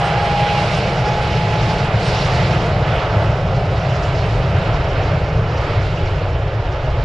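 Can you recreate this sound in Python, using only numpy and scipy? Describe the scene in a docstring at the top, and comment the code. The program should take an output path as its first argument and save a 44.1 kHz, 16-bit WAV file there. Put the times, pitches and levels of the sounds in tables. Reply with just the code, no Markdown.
"""Airliner starting its take-off roll

A twin-engined jet is heard across the grass beside the runway. Swirls of exhaust air rumble and roar,
with a hollow near 240 Hz where sound bouncing off the ground cancels the direct sound. The fans hiss
and sing a rising note; as the aircraft draws away they fade and the exhaust sounds deeper.
Large swirls buffet the rumble, and gusts on the long path make the higher sounds swell and fade."""
import sys
import numpy as np
from scipy import signal
from scipy.fft import rfft, irfft, next_fast_len
from scipy.io import wavfile
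from scipy.ndimage import uniform_filter1d, map_coordinates

SR = 44100
rng = np.random.default_rng(int(sys.argv[2]) if len(sys.argv) > 2 else 0)


def dump_mix(stems):
    """Bounce the given channels to the path in sys.argv[1] as a 16-bit WAV at rate SR."""
    frames = np.atleast_2d(stems).T  # one column per channel
    limited = np.clip(frames, -1, 1)  # hard clip at full scale
    pcm = np.round(limited * 32767).astype(np.int16)
    wavfile.write(sys.argv[1], SR, pcm)


N = 310464
TIME = np.arange(N) / SR


def from_db(db):
    """Turn decibels into a number to multiply a sound by."""
    return 10 ** (np.asarray(db) / 20)


def rms_one(x):
    """Scale a signal so that its average power is 1."""
    return x / np.sqrt(np.mean(x ** 2) + 1e-20)


def in_time(rows):
    """Join timed points with straight lines: one value per sample for each column after the time."""
    times_s, *columns = np.transpose(rows)
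    return [np.interp(TIME, times_s, column) for column in columns]


def at_hz(points, hz):
    """Read between rows of (frequency, value), with every octave equally wide."""
    points_hz, values = np.transpose(points)
    return np.interp(np.log(hz), np.log(points_hz), values)


def drift(rate):
    """A smooth random wobble, about 1 in size, changing about `rate` times a second."""
    step = 40   # samples between random values
    pole = np.exp(-2 * step * np.pi * rate / SR)
    slow = signal.lfilter([1], [1, -2 * pole, pole * pole], rng.standard_normal(N // step + 2002))
    settled = rms_one(slow[2000:])
    return np.interp(np.arange(N) / step, np.arange(len(settled)), settled)


def swell(middle_s, length_s):
    """A smooth rise from 0 to 1 and back."""
    return np.cos(np.pi * np.clip((TIME - middle_s) / length_s, -.5, .5)) ** 2


def swells(rows):
    """Add brief rises and dips into one level curve in dB."""
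    return sum(gain_db * swell(middle_s, length_s) for middle_s, length_s, gain_db in rows)


def turbulence(spectrum, size):
    """Churning air: noise whose spectrum says how strong each frequency is against the others."""
    hz = np.arange(size // 2 + 1) * SR / size + 1e-3
    inside = (hz > spectrum[0][0]) & (hz < spectrum[-1][0])
    white = rfft(rng.standard_normal(size))
    return rms_one(irfft(white * from_db(at_hz(spectrum, hz)) * inside, size))


def gusts():
    """Wind bends sound towards the listener or away: four level curves in dB."""
    # each gust: middle_s, length_s, roar_db, rush_db, rasp_db, hiss_db
    wind_gusts = [(0.13, 0.74, 0.9, 2.5, 1, -1), (0.47, 0.5, -1, -0.5, 2.5, 0), (0.7, 0.64, 1, .8, 2.8, 4),
                  (1.33, .46, -2, 0, 1.2, 2), (1.69, .53, -0.8, 0, 2, 4.5), (2.12, 0.48, -0.5, 0, 2, 5),
                  (2.37, 0.99, 0.5, 3, 3.5, 6), (2.76, .24, 1.5, 0, -2, -1), (2.96, 0.34, 1.5, 4, 4, 0),
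                  (3.16, 0.41, 1, 3, 0, -1), (3.55, 0.88, 0.6, -1.4, -2, -2.5),
                  (3.9, 0.55, -0.1, 1.5, 0, 2.5), (4.2, 0.76, 0.5, 0.7, 1.5, 3.5),
                  (4.69, 0.57, 1.2, 3, 4, 2), (5.05, 0.63, 2, 3, 3.5, 1.5), (5.42, 0.49, -1, 0.5, -1, -2),
                  (5.69, 0.58, 1, 3.5, 4, 4), (6.03, 0.74, -0.5, -0.4, 3, 3.5),
                  (6.33, 0.36, 0.3, -1, 0, -1.5), (6.9, 0.64, 2.2, -0.5, 2, 1.5)]
    shapes = np.array([swell(middle_s, length_s) for middle_s, length_s, *_ in wind_gusts])
    gains_db = np.array(wind_gusts)[:, 2:]
    return gains_db.T @ shapes


def through_air(spectrum, flicker_db, flicker_hz):
    """Noise heard through moving air, which makes each half-octave band flicker on its own."""
    size = next_fast_len(N)
    half_octaves = 2 * np.log2(np.arange(size // 2 + 1) * SR / size + 1e-3)
    noise = rfft(turbulence(spectrum, size))
    out = 0
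    for band in range(int(2 * np.log2(spectrum[0][0])), int(2 * np.log2(spectrum[-1][0])) + 2):
        window = np.maximum(1 - np.abs(half_octaves - band), 0)
        out = out + irfft(noise * window, size)[:N] * from_db(flicker_db * drift(flicker_hz))
    return rms_one(out)


def blade_tone(pitch_hz, level_db, partials, fuzz_db, fuzz_hz):
    """Spinning blades sing; swirling air scatters part of each partial into a narrow fuzz of noise."""
    phase = 2 * np.pi * np.cumsum(pitch_hz) / SR
    out = 0
    for multiple, partial_db in partials:
        fuzz = from_db(fuzz_db) * (drift(fuzz_hz) + 1j * drift(fuzz_hz))
        tone = np.real((1 + fuzz) * np.exp(1j * round(multiple) * phase))
        out = out + from_db(level_db + partial_db) * tone
    return np.sqrt(2) * out


def turbine_whine():
    """The turbine blades add a faint, thin tone of nearly steady pitch."""
    # the whine: time_s, pitch_hz, level_db
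    whine = [(0, 1990, -49), (1.3, 1994, -50.5), (2.7, 2008, -45.5), (7.04, 2000, -67)]
    pitch_hz, level_db = in_time(whine)
    return blade_tone(pitch_hz, level_db, [(1, 0)], fuzz_db=-9.5, fuzz_hz=5.9)


def fan_note():
    """The fan blades beam a note forward; it starts pure and grows fuzzy."""
    # the fans speed up, then the note sags as the aircraft gathers speed away: time_s, pitch_hz
    fan_pitch = [(0, 812.5), (.5, 824), (2.2, 861.6), (3.15, 861.4), (4.1, 841.6), (7.04, 838)]
    # two long swells, then wisps as the intakes turn away: time_s, level_db
    fan_level = [(0, -25.5), (.25, -23.5), (.42, -21), (.57, -22.5), (.66, -30.5), (.98, -37),
                 (1.09, -22.5), (1.35, -31), (1.6, -27.5), (1.86, -32), (1.95, -44), (2.16, -32),
                 (2.28, -43), (2.42, -28.5), (2.65, -45.5), (2.87, -33), (3.0, -41), (3.15, -34),
                 (3.4, -46.5), (7.04, -46)]
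    # the pure tones that make up the note: pitch_multiple, gain_db
    fan_partials = [(1, 1), (2, -17.5), (3, -22.5), (4, -21.5), (5, -26.5)]
    pitch_hz, = in_time(fan_pitch)
    level_db, = in_time(fan_level)
    return blade_tone(pitch_hz, level_db, fan_partials, fuzz_db=-13.5 + 2.5 * TIME, fuzz_hz=30)


def airflow(rush_gust_db, rasp_gust_db, hiss_gust_db):
    """Air rushes around the engine's core, and rasps, hisses and sizzles over the fan blades."""
    # the four air noises, from low to high: frequency_hz, level_db
    rush_spectrum = [(650, -28.5), (900, 2.5), (1080, -1.5), (1300, 1.5), (1600, -3), (1950, -6.5),
                     (2500, -14), (4000, -32)]
    rasp_spectrum = [(1300, -20), (1800, -9), (2100, -1.5), (2450, -1), (2950, -0.8), (3400, -6.5),
                     (3900, -10), (5500, -28.5)]
    hiss_spectrum = [(2700, -18), (3500, -2.5), (4000, -1), (4500, -2), (5300, -3), (5750, -7),
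                     (6400, -13.5), (7200, -13), (7900, -27.5), (8600, -25), (9500, -40.5), (10000, -50)]
    sizzle_spectrum = [(7500, -12), (8400, 3.5), (9300, -4.5), (9900, -19), (10500, -14), (11000, -19.5)]
    # brief flares of the sizzle: middle_s, length_s, gain_db
    sizzle_flares = [(.5, .6, 2), (1.3, .25, 3), (2.07, 0.13, 8)]
    # with distance each noise loses some dB every second, the highest fastest
    rush_db = -28.5 - 0.68 * TIME + rush_gust_db
    rasp_db = -30 - 1.42 * TIME + rasp_gust_db
    hiss_db = -36 - 1.71 * TIME + hiss_gust_db
    sizzle_db = -58 - 3 * TIME + hiss_gust_db + swells(sizzle_flares)
    rush = through_air(rush_spectrum, flicker_db=1.0, flicker_hz=12.0) * from_db(rush_db)
    rasp = through_air(rasp_spectrum, flicker_db=1.1, flicker_hz=9.1) * from_db(rasp_db)
    hiss = through_air(hiss_spectrum, flicker_db=2.13, flicker_hz=18.0) * from_db(hiss_db)
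    sizzle = through_air(sizzle_spectrum, flicker_db=3.5, flicker_hz=11) * from_db(sizzle_db)
    return rush + rasp + hiss + sizzle


def swirls(spectrum, slide, smooth_s):
    """Swirling exhaust makes noise, kept even in level here; a larger `slide` sinks its pitch further."""
    # the exhaust deepens as the nozzles turn towards the listener: time_s, pitch_ratio
    deepening = [(0, 1.097), (2.8, 1.028), (4.5, .98), (7.04, 0.91)]
    read_speed = in_time(deepening)[0] ** slide
    noise = turbulence(spectrum, next_fast_len(N + SR))
    sinking = map_coordinates(noise, [np.cumsum(read_speed)], order=1, mode="wrap")
    local_power = uniform_filter1d(sinking ** 2, max(int(smooth_s * SR), 2))
    return sinking / np.sqrt(local_power + 1e-9)


def beam(peak_s, fade_s):
    """Gain in dB as the exhaust's backward beam sweeps past: 3 dB down `fade_s` from its peak."""
    return -3 * ((TIME - peak_s) / fade_s) ** 2


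def ground_dip(sound, width_hz):
    """Sound bouncing off the ground cancels the direct sound in a band that sinks as the jet rolls on."""
    # the cancelled band: time_s, centre_hz, depth_db
    hollow = [(0, 248, 18), (.45, 252, 12), (.8, 244, 6.5), (2.9, 224, 5), (5.2, 218, 5), (6.1, 222, 7),
              (6.75, 210, 10), (7.04, 220, 4)]
    hz, frame_s, frames = signal.stft(sound, SR, nperseg=8192)
    centre_hz, depth_db = [np.interp(frame_s, TIME, column) for column in in_time(hollow)]
    dip_shape = np.exp(-((hz[:, None] - centre_hz) / width_hz) ** 2)
    return signal.istft(frames * from_db(-depth_db * dip_shape), SR)[1][:N]


def exhaust_roar(gust_db):
    """The finest swirls of the exhaust roar in the middle range, swaying with the wind."""
    # the roar's tone colour: frequency_hz, level_db
    roar_spectrum = [(430, -23.5), (510, -3.5), (575, 1), (660, 1.5), (780, -2.5), (900, -11),
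                     (1050, -13.5), (1600, -22.5)]
    # its surges and lulls: middle_s, length_s, gain_db
    roar_surges = [(.06, 0.16, 3), (.25, 0.15, 2.5), (1.42, .22, -1.5), (3.19, .14, 2), (3.92, .22, 1.5),
                   (4.3, 0.13, -3), (5.88, 0.35, -1.5), (6.22, 0.025, 7.5)]
    level_db = -24 + beam(peak_s=1.43, fade_s=4.1) + swells(roar_surges) + gust_db
    return swirls(roar_spectrum, slide=.7, smooth_s=.17) * from_db(level_db)


def exhaust_rumble():
    """Large swirls rumble and smaller ones growl; the beam of the deepest sound sweeps past last."""
    # the three exhaust noises, from low to high: frequency_hz, level_db
    deep_spectrum = [(10, -26.5), (20, -9.5), (30, -4), (48, -1.5), (70, -1), (95, -13), (140, -49)]
    rumble_spectrum = [(50, -30.5), (82, -6), (106, 1.5), (125, 0), (145, -2), (165, -3.5), (188, -8.5),
                       (215, -19.5), (300, -43.5)]
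    growl_spectrum = [(150, -19), (250, -5.5), (325, -3), (360, -4), (410, 0.5), (475, 0.5), (520, -4),
                      (620, -25.5)]
    # the surges and lulls of each: middle_s, length_s, gain_db
    deep_surges = [(0.28, .2, 3), (0.58, .45, -2), (1.3, 0.68, 2), (3.9, .24, -6), (4.36, 0.24, 3),
                   (4.8, 0.17, 4), (5.53, .16, -8), (6.53, .18, -5), (6.97, 0.38, 4)]
    rumble_surges = [(1.2, 0.31, -2.5), (1.4, 0.33, 2), (1.65, 0.13, 4.5), (1.95, 0.13, 3), (2.45, 0.5, 3),
                     (2.77, 0.089, 4), (2.9, 0.11, 4.5), (3.02, 0.34, -5), (3.2, 0.32, 4),
                     (3.58, 0.11, 4.5), (3.72, 0.096, 0), (3.92, .12, 2), (4.03, 0.084, -8.5),
                     (4.33, 0.15, 2.5), (4.55, 0.27, 4), (4.9, 0.13, -3.5), (5.17, 0.18, 3.5),
                     (5.28, 0.13, -3), (5.39, 0.22, 3.5), (5.65, 0.22, -4), (5.78, 0.17, 3.5),
                     (6.76, 0.18, -5.5)]
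    growl_surges = [(.87, 0.15, 3), (1.1, .14, 2.5), (2.09, 0.16, 2.5), (2.58, .5, 2.5), (3.42, 0.36, -2),
                    (3.88, 0.36, -4), (5, 0.45, 2), (5.42, 0.18, 3), (5.7, .16, 4), (6.03, 0.36, 1.5)]
    deep_db = -23.5 + beam(peak_s=5.9, fade_s=4.5) + swells(deep_surges)
    rumble_db = -18.5 + beam(peak_s=3.36, fade_s=4.6) + swells(rumble_surges)
    growl_db = -27.5 + beam(peak_s=1.67, fade_s=4.24) + swells(growl_surges)
    deep = swirls(deep_spectrum, slide=1.0, smooth_s=.21) * from_db(deep_db)
    rumble = swirls(rumble_spectrum, slide=1.35, smooth_s=.16) * from_db(rumble_db)
    growl = swirls(growl_spectrum, slide=.6, smooth_s=.16) * from_db(growl_db)
    return ground_dip(deep + rumble + growl, width_hz=51.0)


def microphone(direct, scattered):
    """Two close openings colour direct sound differently and get scattered sound with opposite signs."""
    # how much louder the left side is: frequency_hz, left_minus_right_db
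    balance = [(750, 0.0), (950, -1), (1150, -3), (1450, -2), (2000, -11.5), (2800, -1.4), (4000, 0),
               (4450, -4), (5000, 0), (10000, -1.5)]
    # how far the left wave runs ahead: frequency_hz, lead_radians
    left_lead = [(750, 0.0), (1120, -0.47), (1320, -.05), (1660, -.85), (1880, -.45), (2100, .36),
                 (2600, .2), (3000, 0.0)]
    # strength of the scattered sound: frequency_hz, gain_db
    scatter = [(550, -49.5), (660, -48.5), (1100, -13.5), (1320, -14), (1750, -6), (2600, -9.5),
               (3300, -15), (3750, -22.5), (4450, -7.5), (5800, -10), (10000, 1)]
    hz = np.arange(N + 1) * SR / (2 * N) + 1e-3
    sides = np.array([[1], [-1]])   # left, right
    direct_gain = from_db(sides * at_hz(balance, hz) / 2) * np.exp(1j * sides * at_hz(left_lead, hz) / 2)
    direct_gain = direct_gain / np.abs(direct_gain.mean(axis=0))
    scattered_gain = sides * from_db(at_hz(scatter, hz))
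    # a backwards copy after each sound keeps its ends smooth
    direct_bins, scattered_bins = [rfft(np.concatenate([x, x[::-1]])) for x in (direct, scattered)]
    return irfft(direct_gain * direct_bins + scattered_gain * scattered_bins)[:, :N]


def scene():
    """The aircraft is straight ahead; its roar and airflow also arrive scattered from the airfield."""
    roar_gust_db, *airflow_gusts_db = gusts()
    direct = exhaust_roar(roar_gust_db) + airflow(*airflow_gusts_db)
    scattered = exhaust_roar(roar_gust_db) + airflow(*airflow_gusts_db)   # same levels, fresh noise
    direct = direct + exhaust_rumble() + fan_note() + turbine_whine()
    return microphone(direct, scattered)


def record(dry):
    """A steep filter cuts off the highest treble."""
    cutoff_hz = 10900
    return signal.sosfilt(signal.ellip(10, .1, 90, cutoff_hz, fs=SR, output="sos"), dry)


dry = scene()
out = record(dry)
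dump_mix(out)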